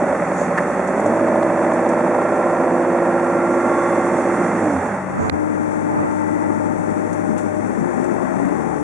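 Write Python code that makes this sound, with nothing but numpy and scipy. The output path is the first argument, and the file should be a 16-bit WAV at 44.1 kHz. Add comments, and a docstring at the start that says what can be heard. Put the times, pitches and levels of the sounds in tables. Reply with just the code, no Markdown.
"""A diesel drone with clatter and a knocking panel fills a forklift's cab. The four-cylinder engine sags,
pulls, drops to idle and is revved again in steps; its tones and impacts are locked to the crankshaft.
The hydraulic pump whines, oil hisses in the valves, and the mast clanks, ticks and whirs. After five
seconds a finger slides over the right port of the hand-held camera, shading it and rubbing the case."""
import sys
import numpy as np
from scipy import signal
from scipy.fft import rfft, irfft
from scipy.io import wavfile
from scipy.ndimage import uniform_filter1d

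SR = 44100
rng = np.random.default_rng(int(sys.argv[2]) if len(sys.argv) > 2 else 0)


def wav_out(sig):
    """Save sig, one row per channel (or a flat mono array), as 16-bit PCM at SR to the path in sys.argv[1]."""
    wavfile.write(sys.argv[1], SR, np.round(np.clip(np.atleast_2d(sig).T, -1, 1) * 32767).astype(np.int16))


N = 389399
TIME = np.arange(N) / SR
WORKING_HZ = 55  # firing rate at working speed

# Engine speed. Each row: time in seconds, firing rate in Hz.
FIRING_RATE = [(0, 50.2), (.16, 41.8), (.7, 42), (.92, 43.5), (1.13, 54.3), (1.5, 54.95), (2.3, 57),
               (3, 57.4), (4.57, 57.7), (4.93, 33.5), (5.14, 29.8), (5.37, 51.1), (6, 50.7), (7.62, 50.95),
               (7.83, 58.3), (8.32, 58.9), (8.6, 73.4), (8.83, 72.6)]
# Strain on the engine, high while the mast is worked. Each row: time in seconds, load in dB.
ENGINE_LOAD = [(0, -1.5), (1.2, 0), (2.4, -0.5), (3.3, -5), (4.8, -8.5), (5.15, -10.5), (7.6, -30),
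               (8.2, -5), (8.83, -24)]
# Extra rumble as the truck gets rolling. Each row: time in seconds, gain in dB.
ROLLING_GAIN = [(0, 2.5), (3, -3.5), (4.9, 2), (5.7, 4), (7.1, 6.5), (8.4, 3.5), (8.83, -1)]
# Hiss of the oil flow. Each row: time in seconds, level in dB.
OIL_FLOW = [(0, -46), (1.1, -46), (2.7, -47), (3.4, -46), (3.9, -43.5), (4.6, -43.5), (5.05, -48),
            (5.6, -45), (7.2, -44), (8.83, -44)]


def undb(db):
    """Decibels to amplitude ratio."""
    return 10 ** (np.asarray(db) / 20)


def curves(table):
    """Linear interpolation in time of each column after the first."""
    times, *columns = np.transpose(table)
    return [np.interp(TIME, times, column) for column in columns]


def unit(x):
    """Normalisation to rms 1."""
    return x / np.sqrt(np.mean(x ** 2))


def colour(x, points):
    """Minimum-phase filter shaped by (Hz, dB) points; it keeps the power of white noise."""
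    hz, db = np.transpose(points)
    size = 4096
    grid = np.maximum(np.fft.rfftfreq(size, 1 / SR), 1)
    rolloff_db = 20 * np.maximum(np.log2(grid / hz[-1]), 0)
    cepstrum = irfft(np.log(undb(np.interp(np.log(grid), np.log(hz), db) - rolloff_db)))
    cepstrum[1:size // 2] *= 2
    cepstrum[size // 2 + 1:] = 0
    response = irfft(np.exp(rfft(cepstrum)))
    return signal.oaconvolve(x, response[None] / np.linalg.norm(response), axes=1)[:, :N]


def walk(rate):
    """Slow fluctuation: random levels held 1 / rate seconds and smoothed twice; spread near 1."""
    hold = int(SR / rate)
    steps = np.repeat(rng.standard_normal(N // hold + 1), hold)
    return 1.72 * uniform_filter1d(uniform_filter1d(steps, hold), hold)[:N]


def noise(apart):
    """Partly coherent white noise at two ports; apart weights what they do not share."""
    return unit(rng.standard_normal(N) + apart * rng.standard_normal((2, N)))


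def swells(table):
    """Gaussian envelopes; a half length is one standard deviation."""
    return sum(undb(db) * np.exp(-.5 * ((TIME - s) / half) ** 2) for s, half, db in table)


def blows(table):
    """Sudden onsets with exponential decay, 60 dB in one ring time."""
    return sum(undb(db - 60 * np.maximum(TIME - s, 0) / t60) * (TIME >= s) for s, db, t60 in table)


def tone(turns, db, wander):
    """Phase modulation: a sine of the given rms level, offset by wander in turns."""
    return np.sqrt(2) * undb(db) * np.sin(2 * np.pi * (turns + rng.random() + wander))


def resonate(x, hz, width):
    """Two equal resonators in cascade, scaled to rms 1."""
    mode = signal.iirpeak(hz, hz / width, SR)
    return unit(signal.lfilter(*mode, signal.lfilter(*mode, x)))


def octaves():
    """Engine speed in octaves above working speed."""
    return np.log2(curves(FIRING_RATE)[0] / WORKING_HZ)


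def locked(order):
    """Nearest order (multiple of the firing rate) that is a harmonic of the four-firing cycle."""
    return np.round(order * 4) / 4


def impacts(cycle, scatter_db, slop_s, count):
    """Quasi-periodic impacts: parts strike at set angles of the cycle, with scatter in force and time."""
    drift = .15  # random step of the pattern per cycle, radians
    angle = (np.arange(count) + rng.random(count)) / count
    turns = np.arange(int(cycle[-1]))[:, None] + angle
    pattern = 2 * np.pi * rng.random(count) + drift * np.cumsum(rng.standard_normal(turns.shape), axis=0)
    at = (np.interp(turns, cycle, TIME) + slop_s * rng.standard_normal(turns.shape)) * SR
    force = np.tanh(2 * np.cos(pattern)) * undb(scatter_db * rng.standard_normal(turns.shape))
    train = np.zeros(N)
    np.add.at(train, np.clip(at.astype(int), 0, N - 1), force)
    return unit(train)


def engine_noise(firing):
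    """Impact noise, amplitude-modulated by the firings: cab rumble, combustion clatter, injector rasp."""
    # Three spectra. Each row: frequency in Hz, relative level in dB.
    rumble_spectrum = [(30, -64.5), (70, -30.5), (135, -19), (175, -1.5), (235, 0), (310, -2), (420, -6.5),
                       (520, -20.5), (800, -40)]
    clatter_spectrum = [(50, -67.5), (300, -37), (440, -6), (560, -1.5), (680, -7.5), (790, -1.5),
                        (950, -8.5), (1150, -13.5), (1700, -56)]
    rasp_spectrum = [(100, -69), (700, -31), (1020, -2), (1350, -1.5), (1600, -4.5), (1950, -5.5),
                     (2350, -14.5), (2800, -23), (3500, -33.5), (4700, -35.5), (7000, -71)]
    speed, load_db, flow_db = octaves(), curves(ENGINE_LOAD)[0], curves(OIL_FLOW)[0]
    rumble_db = -25 + 9.5 * speed + curves(ROLLING_GAIN)[0] * (1 + .25 * walk(25))
    clatter_db = -24.5 + 3 * speed + .036 * load_db
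    rasp_db = -29 - 1.5 * speed + .54 * (flow_db - flow_db.mean()) + .11 * load_db
    throb = 1 + .11 * np.cos(2 * np.pi * firing)
    rumble = noise(.069) + .5 * impacts(firing / 4, scatter_db=3.5, slop_s=.0004, count=16)
    clatter = noise(.45) + 1.35 * impacts(firing / 4, scatter_db=3.3, slop_s=.00005, count=24)
    rasp = noise(.9) + 1.15 * impacts(firing / 4, scatter_db=2.2, slop_s=.00003, count=64)
    return (unit(colour(throb * rumble, rumble_spectrum)) * undb(rumble_db)
            + unit(colour(throb * clatter, clatter_spectrum)) * undb(clatter_db)
            + unit(colour(throb * rasp, rasp_spectrum)) * undb(rasp_db))


def cab_resonance_db(order):
    """Cavity resonance: the cab's air modes lift an engine order that passes through them."""
    # Each row: frequency in Hz, half width in Hz, lift in dB.
    air_modes = [(103.9, 3.8, 7.5), (152.7, 6, 8), (198, 18, 6), (313.7, 39, 13), (600, 46, 9)]
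    rates = np.arange(25, 80, .25)
    lift = sum(db * np.exp(-.5 * ((order * rates - hz) / half) ** 2) for hz, half, db in air_modes)
    return np.interp(curves(FIRING_RATE)[0], rates, lift)


def drones(firing):
    """Periodic forcing: firing harmonics and the pump's tone grow with speed and waver as it changes."""
    # Each row: order, base level in dB, rise in dB per octave of speed.
    firing_orders = [(1, -55.5, 28), (2, -44, 15.5), (3, -46, 0.5), (6, -36, 6), (12, -37.5, 11)]
    # Least unsteadiness of the tones. Each row: time in seconds, amount from 0 to 1.
    unsteadiness = [(0, .55), (1.05, .55), (1.3, .05), (4.55, 0), (4.75, .35), (5.2, .35), (5.4, .05),
                    (6.6, .05), (7.5, .2), (7.9, .5), (8.83, .7)]
    # The camera moves through the cab's standing waves.
    # Each row: time in seconds, then lift in dB of order 6, of order 12 and of the pump's tone.
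    standing_waves = [(0, -14, 6, -1), (1.05, -4, 3, 2.5), (1.25, -1, 2, -1), (2.3, -1, 2, -0.5),
                      (2.9, 3, 8, 3), (3.7, 3.5, -10, 0.5), (4.6, -0.5, 2.5, -12), (5.1, 9.5, -6, -2),
                      (5.4, 4, -1, 6), (6.5, 3.5, 1.5, 6.5), (7.1, -3.5, 3, 5), (7.58, -1, 4.5, 0),
                      (7.7, -8, -5, 3), (7.8, 3.5, 1, 7), (8.3, 2.5, 3, 7.5), (8.55, 1, -3, 5.5),
                      (8.83, 5.5, -3, -2)]
    pump_order, speed = 4.385, octaves()
    hz_per_s = np.abs(np.gradient(curves(FIRING_RATE)[0])) * SR
    surge = np.tanh(uniform_filter1d(hz_per_s, size=4000) / 40)
    rough = np.maximum(.5 * surge, curves(unsteadiness)[0])
    sixth_db, twelfth_db, pump_db = curves(standing_waves)
    lift_db = {2: .49 * curves(ROLLING_GAIN)[0], 6: sixth_db, 12: twelfth_db}
    voices = [(order, db + rise_db * speed + cab_resonance_db(order) + lift_db.get(order, 0))
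              for order, db, rise_db in firing_orders]
    voices.append((pump_order, -33 + 6 * speed + pump_db + 2 * walk(6)))
    sound = 0
    for order, db in voices:
        flutter_db = (.6 + 3 * rough) * np.tanh(walk(28))
        wander = (.025 + .08 * rough) * min(order / 6, 1) * walk(30)
        sound += tone(order * firing, db + flutter_db, wander)
    return sound


def singing_tones(firing):
    """Forced vibration: engine tones and the pump's overtone sing under load; some swell."""
    # Each row: order, base level in dB at full load. Order 8.75 is the pump's second harmonic.
    singing_orders = [(8.75, -37), (9.5, -39.5), (10, -47.5), (10.5, -42), (10.75, -44), (11, -41),
                      (11.5, -42), (13.25, -40.5), (14, -35.5), (15.25, -39.5), (16, -45.5), (20, -54)]
    # Passing whines. Each row: centre and half length in seconds, order, level in dB.
    whines = [(.5, .39, 4, -36), (1, 0.17, 8.75, -30), (1.5, .3, 11, -33), (1.5, .3, 12, -39),
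              (2.35, 0.34, 24, -36), (2.3, 0.31, 10.5, -27.5), (2.5, 0.19, 18, -33.5), (2.6, .35, 11, -32),
              (2.6, 0.33, 13.25, -33), (2.7, 0.57, 8.75, -30.5), (3.3, 0.85, 9.75, -29),
              (3.55, 0.37, 24, -33.5), (3.8, 0.37, 19, -35), (3.8, 0.35, 15.25, -34), (4, .4, 13, -38),
              (4, .35, 20, -41), (3.85, 0.12, 60, -58), (4.1, 0.59, 36, -41.5), (4.4, 0.12, 24, -36),
              (4.947, .092, 19.5, -32), (6.3, 0.26, 39, -40), (6.2, 0.45, 27, -43), (6.3, 0.65, 17.25, -36),
              (6.4, .8, 10.5, -39), (6.8, .8, 4, -37), (6.9, .5, 18, -43), (8.12, 0.18, 10.5, -32),
              (8.47, .043, 4, -21.5), (8.8, 0.049, 4, -26)]
    drive_db = .35 * curves(ENGINE_LOAD)[0] - 39 * octaves() ** 2  # strongest near working speed
    power = {locked(order): undb(db + drive_db + cab_resonance_db(locked(order))) ** 2
             for order, db in singing_orders}
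    for s, half, order, db in whines:
        power[locked(order)] = power.get(locked(order), 0) + swells([(s, half, db)]) ** 2
    return sum(np.sqrt(p) * tone(order * firing, db=1.3 * walk(8), wander=.06 * walk(10))
               for order, p in power.items())


def panel(firing):
    """Impact excitation: a panel, slapped hard once a cycle and lightly between, rings and buzzes."""
    # Each row: angle in turns of the cycle, relative force in dB, rise in dB per octave of speed.
    slap_pattern = [(.06, -11, 18), (.3, -8, 22), (.512, 0, 0), (.82, -13, -3)]
    # Each row: frequency in Hz, relative level in dB.
    panel_response = [(40, -73), (150, -38), (350, 1.5), (460, -3), (590, -4), (670, -19), (780, -10.5),
                      (1000, -22), (1500, -32), (3000, -59)]
    # Each row: frequency and resonator width in Hz, level at full load in dB, dB per octave of speed.
    panel_modes = [(575, 36, -34, -7), (630, 28, -35.5, -3), (600, 170, -25.5, 2.5), (800, 200, -32, 22)]
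    speed, load_db = octaves(), curves(ENGINE_LOAD)[0]
    lag = .045 * speed  # turns: the slaps land later at higher speed
    slaps, rattling = 0, 0
    for angle, db, rise_db in slap_pattern:
        since = (firing / 4 - angle - lag) % 1
        force = undb(db + rise_db * speed + 1.2 * walk(25))
        slaps += force * (np.diff(since, prepend=since[0]) < 0)
        rattling += force * np.exp(-since / .1)
    buzz = unit(rattling * impacts(firing / 4, scatter_db=2.5, slop_s=.00009, count=192))
    knock = unit(unit(slaps) + .45 * buzz) * undb(-29 + 15 * speed + load_db)
    tremble = rng.standard_normal(N) * undb(-34 + .56 * load_db)
    rings = sum(resonate(slaps, hz, width) * undb(db + rise_db * speed + load_db)
                for hz, width, db, rise_db in panel_modes)
    return colour((knock + tremble)[None], panel_response) + rings


def oil_and_chain():
    """Flow noise: oil hisses in the valves; the lift chain's ticks are decaying bursts in the same band."""
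    # Each row: frequency in Hz, relative level in dB.
    hiss_spectrum = [(2500, -2.5), (3400, -6), (4600, -10.5), (5700, 0.5), (7200, 2), (9000, 0),
                     (10500, -7), (11500, -20.5)]
    # Each row: start in seconds, level in dB, ring time in seconds.
    chain_ticks = [(.875, -42, .03), (1, -42, .03), (1.061, -38, 0.032), (1.735, -42, 0.043),
                   (1.89, -38, .04), (7.13, -34, .04), (7.379, -36, 0.1), (8.042, -39, 0.032)]
    hiss = noise(2.6) * (undb(curves(OIL_FLOW)[0] + .5 * walk(40)) + blows(chain_ticks))
    return colour(hiss, hiss_spectrum)


def port_notches(sound):
    """Band rejection: the camera hears the cab through three deep notches in the treble."""
    # Each row: frequency in Hz, width in Hz of each of two stages.
    notch_bands = [(3000, 300), (4020, 346), (5020, 374)]
    for hz, width in notch_bands:
        notch = signal.iirnotch(hz, hz / width, SR)
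        sound = signal.lfilter(*notch, signal.lfilter(*notch, sound))
    return sound


def cab_shudder():
    """Transient response: the cab shudders in a low band at three sharp changes of speed."""
    # Each row: centre and half length in seconds, level in dB.
    shudders = [(.1, .035, -46), (4.73, .05, -34), (5.24, 0.051, -27)]
    # Each row: frequency in Hz, relative level in dB.
    shudder_spectrum = [(30, -44), (60, -20), (88, 27), (110, 5), (170, -28)]
    return colour(noise(.12) * swells(shudders), shudder_spectrum)


def valve_spurts():
    """Flow noise swells briefly as oil spurts through a valve."""
    # Each row: centre and half length in seconds, level in dB.
    spurts = [(.41, 0.039, -41), (5.24, 0.052, -44.5)]
    # Each row: frequency in Hz, relative level in dB.
    spurt_spectrum = [(4500, -16), (6000, -7), (6800, 1), (8000, -10), (11000, -25)]
    return colour(noise(.88) * swells(spurts), spurt_spectrum)


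def clank_and_click():
    """Exponential decay: the mast clanks near 0.58 s; a short sharp click sounds at 1.43 s."""
    # Each row: start in seconds, level in dB, ring time in seconds.
    burst_times = [(.576, -14, .03), (.5805, -10, .008), (.583, -16.5, .08), (1.431, -24, .008)]
    # Each row: frequency in Hz, relative level in dB.
    burst_spectrum = [(40, -67), (400, -11), (750, 5), (1150, 7), (1400, 5), (1600, 5), (1850, 9),
                      (2100, 0), (2400, -9), (3500, -28), (7000, -27), (11000, -35)]
    return colour(noise(.24) * blows(burst_times), burst_spectrum)


def sharp_clicks():
    """Broadband transients a few milliseconds long are heard as sharp little clicks."""
    # Each row: start in seconds, level in dB, ring time in seconds.
    click_times = [(.5805, -32, .006), (1.286, -35, .005), (1.431, -35, .005), (1.89, -41, .005),
                   (8.488, -47, .006)]
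    # Each row: frequency in Hz, relative level in dB.
    click_spectrum = [(500, -20), (2000, 0), (3500, 0), (5000, -2), (7000, -8), (11000, -16)]
    return colour(noise(.99) * blows(click_times), click_spectrum)


def carriage_whir():
    """Narrow-band noise has a pitch: the mast whirs as its carriage runs down."""
    # Each row: centre and half length in seconds, level in dB.
    whirs = [(4.86, 0.13, -32.5), (6.3, 0.53, -27)]
    # Each row: frequency in Hz, relative level in dB.
    whir_spectrum = [(600, -45), (800, -11.5), (860, -5), (900, -1), (950, -14.5), (1200, -38)]
    return colour(noise(.69) * swells(whirs), whir_spectrum)


def finger_cover(sound):
    """Shadowing and friction: a finger shuts sound out of the right port and rubs on the case."""
    # Each row: time in seconds, covered share of the port from 0 to 1.
    covered_share = [(0, 0.04), (4.95, 0), (5.05, 0.5), (5.2, 0.68), (5.4, 0.9), (8.83, 0.82)]
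    # Each row: centre and half length in seconds, level in dB.
    rubs = [(5.24, 0.072, -17.5), (6, 0.065, -20.5), (6.45, 0.036, -32), (6.95, 0.079, -41)]
    # Each row: frequency in Hz, relative level in dB.
    rub_spectrum = [(30, -26), (80, 0.5), (200, 10), (500, 3.5), (1200, -3), (2200, -16), (3500, -36),
                    (8000, -45), (11000, -55)]
    left, right = sound
    cover, = curves(covered_share)
    # The camera's stereo widening leaves the covered side a weak inverted copy of the open one.
    crossfeed = signal.lfilter(*signal.butter(1, 3500, fs=SR), left)
    right = (1 - cover) * undb(2.5) * right - cover * undb(-8) * crossfeed
    # Bass passes the finger and reaches both ports through the case.
    bass = cover * undb(-4) * signal.lfilter(*signal.butter(2, 130, fs=SR), left)
    friction = colour(noise(.64) * (swells(rubs) + cover * undb(-29)), rub_spectrum)
    return np.array([left, right]) + bass + friction * np.array([[-.4], [.9]])


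def finger_tap():
    """Impulse response of the case: the finger taps it, with quick bounces."""
    # Each row: time in seconds, strength in dB.
    bounces = [(5.297, 5), (5.2975, 4.5), (5.2995, .5)]
    # Each row: frequency in Hz, relative level in dB.
    case_response = [(30, -20), (100, 0), (1000, 3), (2200, 2.5), (3200, -6), (4500, -5), (6000, -17),
                     (11000, -21)]
    contacts = sum(undb(db) * signal.unit_impulse(N, int(s * SR)) for s, db in bounces)
    return colour(contacts[None], case_response) * np.array([[-.2], [.9]])


def level_dip():
    """Attenuation: the level dips briefly after the tap."""
    # Each row: time in seconds, gain in dB.
    dip_gain = [(5.3, 0), (5.304, -15), (5.314, -9), (5.329, 0)]
    return undb(curves(dip_gain)[0])


def loose_part():
    """A gradual onset softens a transient: a loose part clacks gently."""
    # Each row: centre and half length in seconds, level in dB.
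    clack_times = [(7.385, .011, -39)]
    # Each row: frequency in Hz, relative level in dB.
    clack_spectrum = [(800, -24), (2200, 7), (3300, 2), (4500, -7), (7000, -18), (11000, -8)]
    return colour(noise(1) * swells(clack_times), clack_spectrum)


def scene():
    """Superposition at the camera's two ports; everything that turns follows the crankshaft."""
    firing = np.cumsum(curves(FIRING_RATE)[0]) / SR  # firings so far, four to a cycle
    cab = cab_shudder() + engine_noise(firing) + drones(firing) + singing_tones(firing) + panel(firing)
    cab += oil_and_chain() + clank_and_click() + carriage_whir() + valve_spurts() + loose_part()
    return (port_notches(finger_cover(cab)) + finger_tap() + sharp_clicks()) * level_dip()


def record(dry):
    """Band limiting: the camera's steep low-pass filter cuts the top."""
    top_hz = 11400
    return signal.sosfilt(signal.ellip(8, .2, 70, top_hz, fs=SR, output="sos"), dry)


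dry = scene()
out = record(dry)
wav_out(out)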